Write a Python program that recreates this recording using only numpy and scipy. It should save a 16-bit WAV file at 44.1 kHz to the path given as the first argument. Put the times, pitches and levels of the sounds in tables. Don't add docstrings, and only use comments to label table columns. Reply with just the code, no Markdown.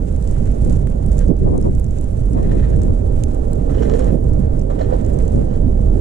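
import sys
import numpy as np
from scipy import signal
from scipy.fft import rfft, irfft
from scipy.io import wavfile
from scipy.ndimage import uniform_filter1d, minimum_filter1d

SR = 44100
rng = np.random.default_rng(int(sys.argv[2]) if len(sys.argv) > 2 else 0)


def log_audio(samples):
    frames = np.atleast_2d(samples).T
    limited = np.clip(frames, -1, 1)
    pcm = np.round(limited * 32767).astype(np.int16)
    wavfile.write(sys.argv[1], SR, pcm)


N = 264644
TIME = np.arange(N) / SR
FREQ = np.fft.rfftfreq(N, 1 / SR)

# time in seconds, level in dB.
RUMBLE = [(0, -18), (.22, -18.5), (.32, -17.5), (.8, -17), (.95, -18.5), (1.25, -14), (1.4, -17.5),
          (1.7, -18), (2.0, -20), (2.25, -18), (2.6, -16.5), (3.1, -16.5), (3.42, -19.5), (3.85, -17),
          (4.0, -19), (4.3, -16), (4.5, -17), (4.75, -19.5), (5.15, -18), (5.35, -17.5), (5.5, -17.5),
          (5.8, -16), (6.0, -20)]
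# centre in seconds,
# depth in dB (negative for a slight rise), spread in seconds.
DIPS = [(0.084, 8, 0.014), (0.202, 4, 0.015), (.56, 9.5, 0.012), (1.358, 3, 0.018), (1.952, 1, 0.011),
        (3.342, 3.5, 0.012), (3.45, 2.5, 0.017), (4.202, 5.5, .014), (4.643, 5, 0.0098),
        (5.036, 2.5, 0.023), (5.218, -0.5, .014), (5.484, 3, 0.022)]
# centre in seconds, level in dB, spread in seconds.
SURGES = [(.5, -14.5, 0.012), (.62, -15, 0.0068), (.73, -19, 0.043), (1.11, -15, 0.016), (1.79, -16, 0.023),
          (3.76, -21, 0.02), (4.08, -14.5, 0.016), (5.63, -19, 0.064), (5.9, -14.5, 0.058)]
# frequency in Hz, gain in dB.
RUMBLE_COLOUR = [(8, -4), (20, -3), (35, 0.5), (55, 0), (85, -4.5), (130, -11.5), (200, -17.5), (300, -26),
                 (450, -39), (900, -99)]
# time in seconds, level in dB.
ROAR = [(0, -25.5), (.2, -27), (.74, -24), (.95, -25.5), (1.28, -24.5), (1.42, -30), (2.1, -28),
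        (2.7, -23.5), (3.25, -23.5), (3.65, -21), (3.93, -18.5), (4.22, -23.5), (4.45, -22.5),
        (4.62, -23.5), (4.85, -20.5), (5.05, -20), (5.35, -21), (5.75, -24), (6.0, -22)]
# frequency in Hz, gain in dB.
ROAR_COLOUR = [(80, -11), (180, -1), (260, 3.5), (330, -1.5), (450, 1), (600, -3.5), (700, -14.5),
               (820, -22.5), (1000, -24.5), (1400, -54), (3000, -82.5)]
# frequency in Hz, gain in dB.
RUSH_COLOUR = [(250, -27.5), (550, 13.5), (780, 6), (1000, -5), (1400, -14), (1900, -24), (2500, -31.5),
               (5000, -38.5), (12000, -62.5)]
# centre in seconds, level in dB, spread in seconds,
# level of their bright rush in dB, pitch in Hz.
HOLLOW_GUSTS = [(3.8, -19, .029, -40, 444), (3.928, -18, .063, -61, 443), (3.89, -27, .04, -60, 550),
                (4.003, -22, .033, -42, 525), (4.08, -27, .016, -33, 600), (4.707, -28, .009, -29, 560),
                (4.811, -21.5, .011, -26, 607), (4.932, -16, .019, -26, 497), (4.935, -27, .014, -50, 780),
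                (5.4, -23, .019, -55, 463)]
# frequency in Hz, gain in dB, lead in radians.
LEFT_SIDE = [(40, -5.5, 0.079), (120, -5, 0.66), (233, -9.5, 0.19), (423, -7.5, 0.14), (647, -5, 0.19),
             (893, -4, 0.27), (1320, -4.5, 1.21), (3080, 0.5, 2.68)]
# start in seconds, length in seconds, level in dB.
EDDIES = [(0.64, 0.056, -20), (1.388, 0.22, -20), (1.635, 0.097, -22.5), (1.704, 0.032, -26),
          (2.315, 0.15, -21.5), (2.449, 0.13, -22), (2.668, 0.24, -22.5), (4.03, 0.16, -32),
          (4.215, 0.21, -28), (5.324, 0.082, -21)]
# frequency in Hz, gain in dB.
EDDY_COLOUR = [(30, -20), (100, 14.5), (200, 9), (330, 2.5), (480, -4), (650, -19.5), (850, -46),
               (1200, -43), (2000, -42.5), (5000, -80)]
# centre in seconds, level in dB, spread in seconds.
BLASTS = [(.72, -19, .035), (1.307, -5, .018), (1.5, -21, .04), (1.67, -18, .02), (2.385, -26, .022),
          (3.82, -19, .025), (3.93, -19, .04), (4.068, -15.5, .016), (4.145, -8, .019), (5.67, -16.5, .035),
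          (5.945, -16.5, .045)]
# frequency in Hz, gain in dB.
BLAST_COLOUR = [(40, -20), (100, -4), (175, 6), (300, -1), (480, -10), (700, -24), (950, -40), (1400, -52),
                (3000, -72)]
# time in seconds, level in dB.
SNOW_LEVEL = [(0, -59), (.3, -55), (.5, -55), (.73, -52), (.92, -58.5), (1.2, -53.5), (1.28, -56.5),
              (1.335, -63.5), (1.4, -57.5), (1.6, -58.5), (1.9, -56.5), (2.25, -56.5), (2.5, -56.5),
              (2.88, -56), (3.1, -57.5), (3.65, -57.5), (4.0, -52.5), (4.2, -58.5), (4.6, -59),
              (5.2, -54.5), (5.52, -57), (5.67, -61.5), (5.9, -57.5)]
# frequency in Hz, left gain in dB, right gain in dB.
PORT_COLOUR = [(507, -3.5, 10), (1420, 5, 6.5), (3140, -3.5, 0), (5040, -6, -4), (6100, -0.5, -0.5),
               (7700, 2, 4.5), (8250, -10, 2.5), (10020, -7.5, 3), (11200, -17, -5.5), (13100, -20, -16),
               (15900, -32, -36)]
# start in seconds, mean peak of the two ports in dB,
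# ringing pitch in Hz, left minus right in dB.
GRAINS = [(.162, -36, 8060, -7), (.2254, -32, 7100, -5), (.2423, -39, 7600, -7), (.2748, -30.5, 7400, -6),
          (0.312, -31, 8500, -10), (.322, -38, 6500, -5), (.4564, -34, 7400, -3), (.4738, -37, 7400, -3),
          (0.6465, -30, 7060, -3), (.651, -33, 8000, -7), (0.697, -32, 7400, 5), (.727, -30, 7300, -3),
          (0.755, -39, 7000, -2), (.761, -35, 6600, -3), (.769, -33, 8500, -6), (.8714, -36, 7400, 1),
          (.9004, -34.5, 8950, -8), (1.062, -32, 8600, -11), (1.117, -30.5, 6800, -4),
          (1.13, -33, 7500, -4), (1.173, -37, 7800, -1), (1.1816, -26, 7600, 1), (1.1907, -25.5, 7200, -4),
          (1.282, -33.5, 7000, -1), (1.367, -39, 6950, -2), (1.5783, -28, 7600, -1),
          (1.6137, -33.5, 7950, -11), (1.626, -36, 6300, -7), (1.7504, -37.5, 7700, -14),
          (1.797, -31, 8650, -10), (1.8427, -33.5, 7400, -8), (1.9086, -34, 7300, -3),
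          (1.9856, -31.5, 7400, -4), (2.0113, -31, 8950, -6), (2.0423, -33, 7600, -3),
          (2.1944, -38.5, 7060, -8), (2.333, -33, 7200, 1), (2.4289, -34, 7250, -2),
          (2.5531, -39, 8200, -12), (2.818, -32, 7500, -3), (2.834, -30, 7500, -5),
          (3.2365, -20.5, 7500, -10), (3.3468, -34.5, 8300, -11), (3.5319, -25.5, 8700, 1),
          (3.8038, -40, 8000, -5), (3.9933, -28, 8000, -2), (4.0442, -30, 7400, -2), (4.068, -38, 7000, -3),
          (4.161, -44, 9500, -5), (4.2423, -38, 8700, -10), (4.334, -33, 7400, -3), (4.4498, -42, 7100, 1),
          (4.594, -33, 7140, -5), (4.6149, -37, 6300, -4), (5.0484, -34, 7000, 0),
          (5.0634, -32.5, 7800, -5), (5.134, -35, 7200, 0), (5.1432, -35, 7200, 6), (5.188, -29, 7160, -2),
          (5.2235, -37, 7500, -9), (5.2794, -27.5, 7350, 1), (5.3587, -37, 6500, -1),
          (5.8137, -40.5, 7700, -12)]
# start in seconds, level in dB, ringing pitch in Hz.
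KNOCKS = [(0.3656, -35, 1500), (0.8714, -24.5, 1480), (1.307, -42, 2600), (1.476, -45, 1350),
          (1.6252, -41, 1400), (3.237, -41, 1750)]
# frequency in Hz, gain in dB.
KNOCK_COLOUR = [(500, -28), (1000, -4), (1450, 7), (2100, -4), (3200, -10), (5000, -26), (12000, -29)]
# centre in seconds, level in dB, spread in seconds.
DRIFTS = [(.49, -55.5, 0.12), (4.44, -59, .04), (5.03, -59, 0.088), (5.22, -59, 0.064), (5.42, -53, 0.024),
          (5.52, -60, 0.026)]
# frequency in Hz, gain in dB.
DRIFT_COLOUR = [(700, -12), (1400, 1.5), (2100, -1), (3000, -7.5), (5000, -15.5), (10000, -40)]
# centre in seconds, level in dB, spread in seconds.
FLAPS = [(.68, -32, .025), (1.303, -25, .014), (1.475, -18.5, .016), (1.55, -19, .024),
         (1.666, -17.5, .018), (2.383, -21.5, .024), (2.52, -25.5, .045), (2.895, -27, .016),
         (5.39, -27, .02)]
# frequency in Hz, gain in dB.
FLAP_COLOUR = [(120, -12), (300, -1), (450, 0), (600, -3), (750, -10.5), (950, -15), (1200, -23),
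               (1600, -40), (3000, -56), (6000, -80)]
# start in seconds, length in seconds, level in dB,
# share of bright scuffing in dB, rise from first touch to full weight in dB.
STEPS = [(1.175, 0.082, -48, 0, 7), (2.338, 0.39, -44.5, -10, 9), (3.703, 0.48, -45, -3.5, 9.5),
         (4.715, 0.36, -53.5, -14, 2), (5.475, 0.13, -64.5, 14.5, 5)]
# start in seconds, level in dB, decay in seconds,
# share of bright snap in dB, squeak pitch in Hz, squeak level in dB.
CRUNCHES = [(1.2057, -47, .017, -14, 1550, -42), (2.4452, -48, .01, -12, 1900, -47),
            (2.5161, -39, .01, -5, 1900, -46), (2.5934, -43, .01, -10, 1800, -48),
            (2.626, -45, .01, -14, 1750, -43), (2.6368, -35, .011, -12, 1850, -41),
            (2.7316, -39, .011, -14, 1750, -41), (3.6953, -36, .016, -12, 1250, -41),
            (3.7436, -44, .014, -3, 1800, -48), (3.7796, -42, .02, -3, 3050, -46),
            (3.8205, -38.5, .016, 5, 3100, -49), (3.8968, -43, .014, 3, 1850, -46),
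            (3.9372, -43, .016, 3, 1750, -45), (3.9901, -42, .016, 3, 980, -38),
            (4.025, -44, .01, -3, 1900, -44), (4.0739, -45, .01, -4, 2000, -48),
            (4.7003, -39.5, .022, -6, 1250, -45), (4.7906, -35.5, .008, -6, 3050, -47),
            (4.806, -34, .02, -13, 1800, -45), (4.812, -46, .014, -4, 4150, -46),
            (4.836, -46, .02, -6, 1800, -49), (4.9258, -51, .014, -10, 2000, -52)]
# frequency in Hz, gain in dB.
STEP_COLOUR = [(300, 18), (700, 5.5), (1150, -33), (1255, 2), (1450, -7), (1800, 4), (1950, -2),
               (2075, 0.5), (2260, -16), (2490, -3.5), (2750, -15.5), (4000, -11), (8000, -74)]
# frequency in Hz, gain in dB.
SCUFF_COLOUR = [(1500, 16), (2750, 0.5), (3020, 10), (3300, 8), (3650, -3), (4100, 6), (4800, -4.5),
                (5600, 5.5), (6300, 1), (7400, 6), (8500, -14), (13000, -53)]


def undb(db):
    return 10 ** (np.asarray(db) / 20)


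def unit(x):
    return x / np.sqrt(np.mean(x ** 2))


def curve(table):
    seconds, level = np.transpose(table)
    return np.interp(TIME, seconds, level)


def bell(centre_s, spread_s):
    return np.exp(-.5 * ((TIME - centre_s) / spread_s) ** 2)


def swells(table, axis=1):
    return sum(undb(row[axis]) * bell(row[0], row[2]) for row in table)


def response(table, axis=1):
    rows = np.transpose(table)
    return np.interp(np.log(FREQ + 1), np.log(rows[0]), rows[axis])


def colour(x, table, axis=1):
    cepstrum = irfft(np.log(undb(response(table, axis))), N)
    cepstrum[1:N // 2] *= 2
    cepstrum[N // 2 + 1:] = 0
    return irfft(rfft(x) * np.exp(rfft(cepstrum)), N)


def smooth(x, seconds):
    size = max(int(seconds * SR), 1)
    return uniform_filter1d(uniform_filter1d(x, size), size)


def walk(rate):
    return unit(smooth(rng.standard_normal(N), 1 / rate))


def steady(x, span_s):
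    return x / np.sqrt(smooth(x ** 2, span_s) + 1e-18)


def turbulence(table, steady_s):
    return steady(colour(rng.standard_normal(N), table), steady_s)


def impacts(per_second, spread_db):
    hit = rng.random(N) < per_second / SR
    size = np.minimum(rng.standard_normal(N), 2.7)
    return hit * np.sign(rng.standard_normal(N)) * undb(spread_db * size)


def tap(start_s, decay_s, rattle):
    age = TIME[:N // 20]
    push = rattle * rng.standard_normal(len(age)) * np.exp(-age / decay_s)
    push[0] = 1
    return np.concatenate([np.zeros(int(start_s * SR)), push, np.zeros(N)])[:N]


def dips():
    return sum(depth_db * bell(s, spread_s) for s, depth_db, spread_s in DIPS)


def hollow_gusts(width_hz=53.0, skirt_db=-33.0):
    out, air = 0, rfft(rng.standard_normal(N))
    for row in HOLLOW_GUSTS:
        offset_hz = FREQ - row[4]
        core = 1 / (1 + (offset_hz / (width_hz / 2)) ** 4)
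        skirt = 1 / (1 + (offset_hz / (2 * width_hz)) ** 4)
        ring = irfft(air * (core + undb(skirt_db) * skirt), N)
        out = out + swells([row]) * steady(ring, 0.059)
    return out


def wind(rumble_db=5.5, roar_db=0.5, rush_db=-9.5, surge_db=1.15, null_hz=369, null_width=0.56):
    gusts = undb(curve(RUMBLE) - dips() + surge_db * walk(31.0))
    pressure = np.hypot(gusts, swells(SURGES))
    rumble = turbulence(RUMBLE_COLOUR, steady_s=0.022) * pressure * undb(rumble_db)
    roar = turbulence(ROAR_COLOUR, steady_s=0.041) * undb(curve(ROAR) + roar_db)
    fast_air = undb(curve(ROAR) + rush_db) + swells(HOLLOW_GUSTS, axis=3)
    rush = turbulence(RUSH_COLOUR, steady_s=0.023) * fast_air
    right = rumble + roar + rush + hollow_gusts()
    polarity = np.tanh(np.log(null_hz / (FREQ + 1)) / null_width)
    lean = polarity * undb(response(LEFT_SIDE)) * np.exp(1j * response(LEFT_SIDE, axis=2))
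    return np.array([irfft(rfft(right) * lean, N), right])


def spell(start_s, length_s, attack_s=0.019, release_s=0.035):
    attack = np.clip((TIME - start_s) / attack_s, 0, 1)
    return attack * np.exp(-np.maximum(TIME - start_s - length_s, 0) / release_s)


def eddies(left_db=2.0, right_db=0.0, flutter_db=2.0, calm_db=-27.0, tearing_db=-17.5):
    spells = np.max([undb(db) * spell(s, length_s) for s, length_s, db in EDDIES], axis=0)
    strength = undb(curve(RUMBLE) + calm_db) + spells
    ports = []
    for db in (left_db, right_db):
        body = strength * turbulence(EDDY_COLOUR, steady_s=0.018)
        tearing = strength ** 2 * undb(tearing_db) * turbulence(RUSH_COLOUR, steady_s=0.021)
        ports.append((body + tearing) * undb(db + flutter_db * walk(91)))
    return np.array(ports)


def blasts(spill_db=-22.5, roar_db=2.0):
    force = swells(BLASTS)
    thump = force * turbulence(BLAST_COLOUR, steady_s=0.028)
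    roar = force ** 3 * undb(roar_db) * turbulence(ROAR_COLOUR, steady_s=0.0052)
    return np.array([undb(spill_db) * thump, thump + roar])


def snow(per_second=2500, flurry_db=2.0, swirl_db=0.4, hiss_db=-1.0, left_db=0.5, right_db=4.5):
    flow = undb(curve(SNOW_LEVEL) + flurry_db * walk(74) + swirl_db * walk(4.4))
    ports = []
    for column, db in ((1, left_db), (2, right_db)):
        patter = unit(impacts(per_second, spread_db=2.5))
        hiss = undb(hiss_db) * rng.standard_normal(N)
        ports.append(undb(db) * flow * unit(colour(patter + hiss, PORT_COLOUR, column)))
    return np.array(ports)


def shatter(hz, decay_s=0.00098, octaves=0.26, body_db=-10.5, contact=0.61):
    age, band = TIME[:512], np.fft.rfftfreq(512, 1 / SR)
    focus = np.exp(-.5 * (np.log2((band + 1) / hz) / octaves) ** 2)
    body = undb(body_db) / (1 + (band / (1.4 * hz)) ** 8)
    push = rng.standard_normal(len(age)) * np.exp(-age / decay_s)
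    push[0] += 2 * contact
    burst = irfft(rfft(np.roll(push, 24)) * (focus + body))
    return burst / np.abs(burst).max()


def ice_grains(count=560, small_db=9.5, scatter_db=4.0, pitch_octaves=.17):
    level_db = curve(SNOW_LEVEL)
    fallen = np.cumsum(undb(level_db))
    landings = np.searchsorted(fallen / fallen[-1], rng.random(count))
    chances = np.minimum(rng.standard_normal((count, 3)), 1.7)
    grains = list(GRAINS)
    for i, (size, pitch, lean) in zip(landings, chances):
        db = level_db[i] + small_db + scatter_db * size
        grains.append((TIME[i], db, 7900 * 2 ** (pitch_octaves * pitch), 3 * lean - 4.5))
    out = np.zeros((2, N + SR))
    for s, db, hz, pan_db in grains:
        start = int(s * SR)
        for side, sign in enumerate((1, -1)):
            burst = shatter(hz)
            out[side, start:start + len(burst)] += sign * undb(db + sign * pan_db / 2) * burst
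    return out[:, :N]


def knocks(knock_db=8.5, decay_s=0.0016, rattle=0.6):
    out = np.zeros((2, N))
    main_hz = max(KNOCK_COLOUR, key=lambda point: point[1])[0]
    for s, db, hz in KNOCKS:
        ring = [(f * hz / main_hz, gain_db) for f, gain_db in KNOCK_COLOUR]
        ports = np.array([colour(tap(s, decay_s, rattle), ring) for _ in range(2)])
        out = out + undb(db + knock_db) * ports
    return out


def spindrift(left_db=-3.0, right_db=0.0, flicker_db=4.0):
    flow = swells(DRIFTS) * undb(flicker_db * walk(40))
    ports = []
    for db in (left_db, right_db):
        rustle = unit(colour(impacts(5000, spread_db=1.5), DRIFT_COLOUR))
        ports.append(flow * undb(db) * rustle)
    return np.array(ports)


def flaps(right_db=-3.0, opposed=0.85):
    left, own = (turbulence(FLAP_COLOUR, steady_s=0.042) for _ in range(2))
    right = np.sqrt(1 - opposed ** 2) * own - opposed * left
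    return swells(FLAPS) * np.array([left, undb(right_db) * right])


def footsteps(press_db=7.5, scuff_db=-4.0, apart_db=-7.0, jerk_db=1.6, fade_s=0.025, peak_share=0.48):
    press, scuff = 0, 0
    jerks = jerk_db * walk(74)
    for start_s, length_s, db, bright_db, rise_db in STEPS:
        progress = (TIME - start_s) / length_s
        contact = smooth(1. * (progress > 0) * (progress < 1), fade_s)
        roll = np.interp(progress, [0, peak_share, 1], [-1, 0, 1])
        weight = contact * undb(db - rise_db * roll ** 2 + jerks)
        press = press + weight * undb(press_db)
        scuff = scuff + weight * undb(bright_db + scuff_db)
    for s, db, decay_s, snap_db, _, _ in CRUNCHES:
        burst = undb(db) * (TIME > s) * np.exp(-abs(TIME - s) / decay_s)
        press, scuff = press + burst, scuff + undb(snap_db) * burst
    out = 0
    for force, table in ((press, STEP_COLOUR), (scuff, SCUFF_COLOUR)):
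        mid, side = (force * unit(colour(impacts(4200, spread_db=8.0), table)) for _ in range(2))
        out = out + mid + undb(apart_db) * side * np.array([[1], [-1]])
    return out


def crust_cracks(crack_db=10, decay_s=.0011, rattle=0.55):
    taps = sum(undb(db) * tap(s, decay_s, rattle) for s, db, *_ in CRUNCHES)
    return undb(crack_db) * colour(taps, STEP_COLOUR)


def squeak(hz, width_hz=150):
    size = SR // 4
    band = np.fft.rfftfreq(size, 1 / SR)
    resonance = 1 / (1 + ((band - hz) / width_hz) ** 2)
    return unit(irfft(rfft(rng.standard_normal(size)) * resonance, size))


def crust_squeaks():
    out = np.zeros((2, N + SR))
    for s, _, decay_s, _, hz, db in CRUNCHES:
        start = int(s * SR)
        for side in range(2):
            ring = squeak(hz)
            fading = ring * np.exp(-TIME[:len(ring)] / decay_s)
            out[side, start:start + len(ring)] += undb(db) * fading
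    return out[:, :N]


def scene():
    air = wind() + eddies() + blasts() + flaps()
    case = snow() + ice_grains() + knocks()
    ground = spindrift() + footsteps() + crust_cracks() + crust_squeaks()
    return air + case + ground


def record(dry, ceiling=.92, release_db_per_s=85.0, ease_s=.004, top_hz=15800):
    over_db = 20 * np.log10(np.maximum(np.abs(dry).max(axis=0) / ceiling, 1))
    recovered = release_db_per_s * TIME
    held_db = minimum_filter1d(-over_db, size=360)
    gain_db = np.minimum.accumulate(held_db - recovered) + recovered
    ends = signal.windows.tukey(N, ease_s * SR / N)
    top_cut = signal.ellip(8, .2, 70, top_hz, fs=SR, output="sos")
    return signal.sosfilt(top_cut, dry * undb(smooth(gain_db, ease_s)) * ends)


dry = scene()
out = record(dry)
log_audio(out)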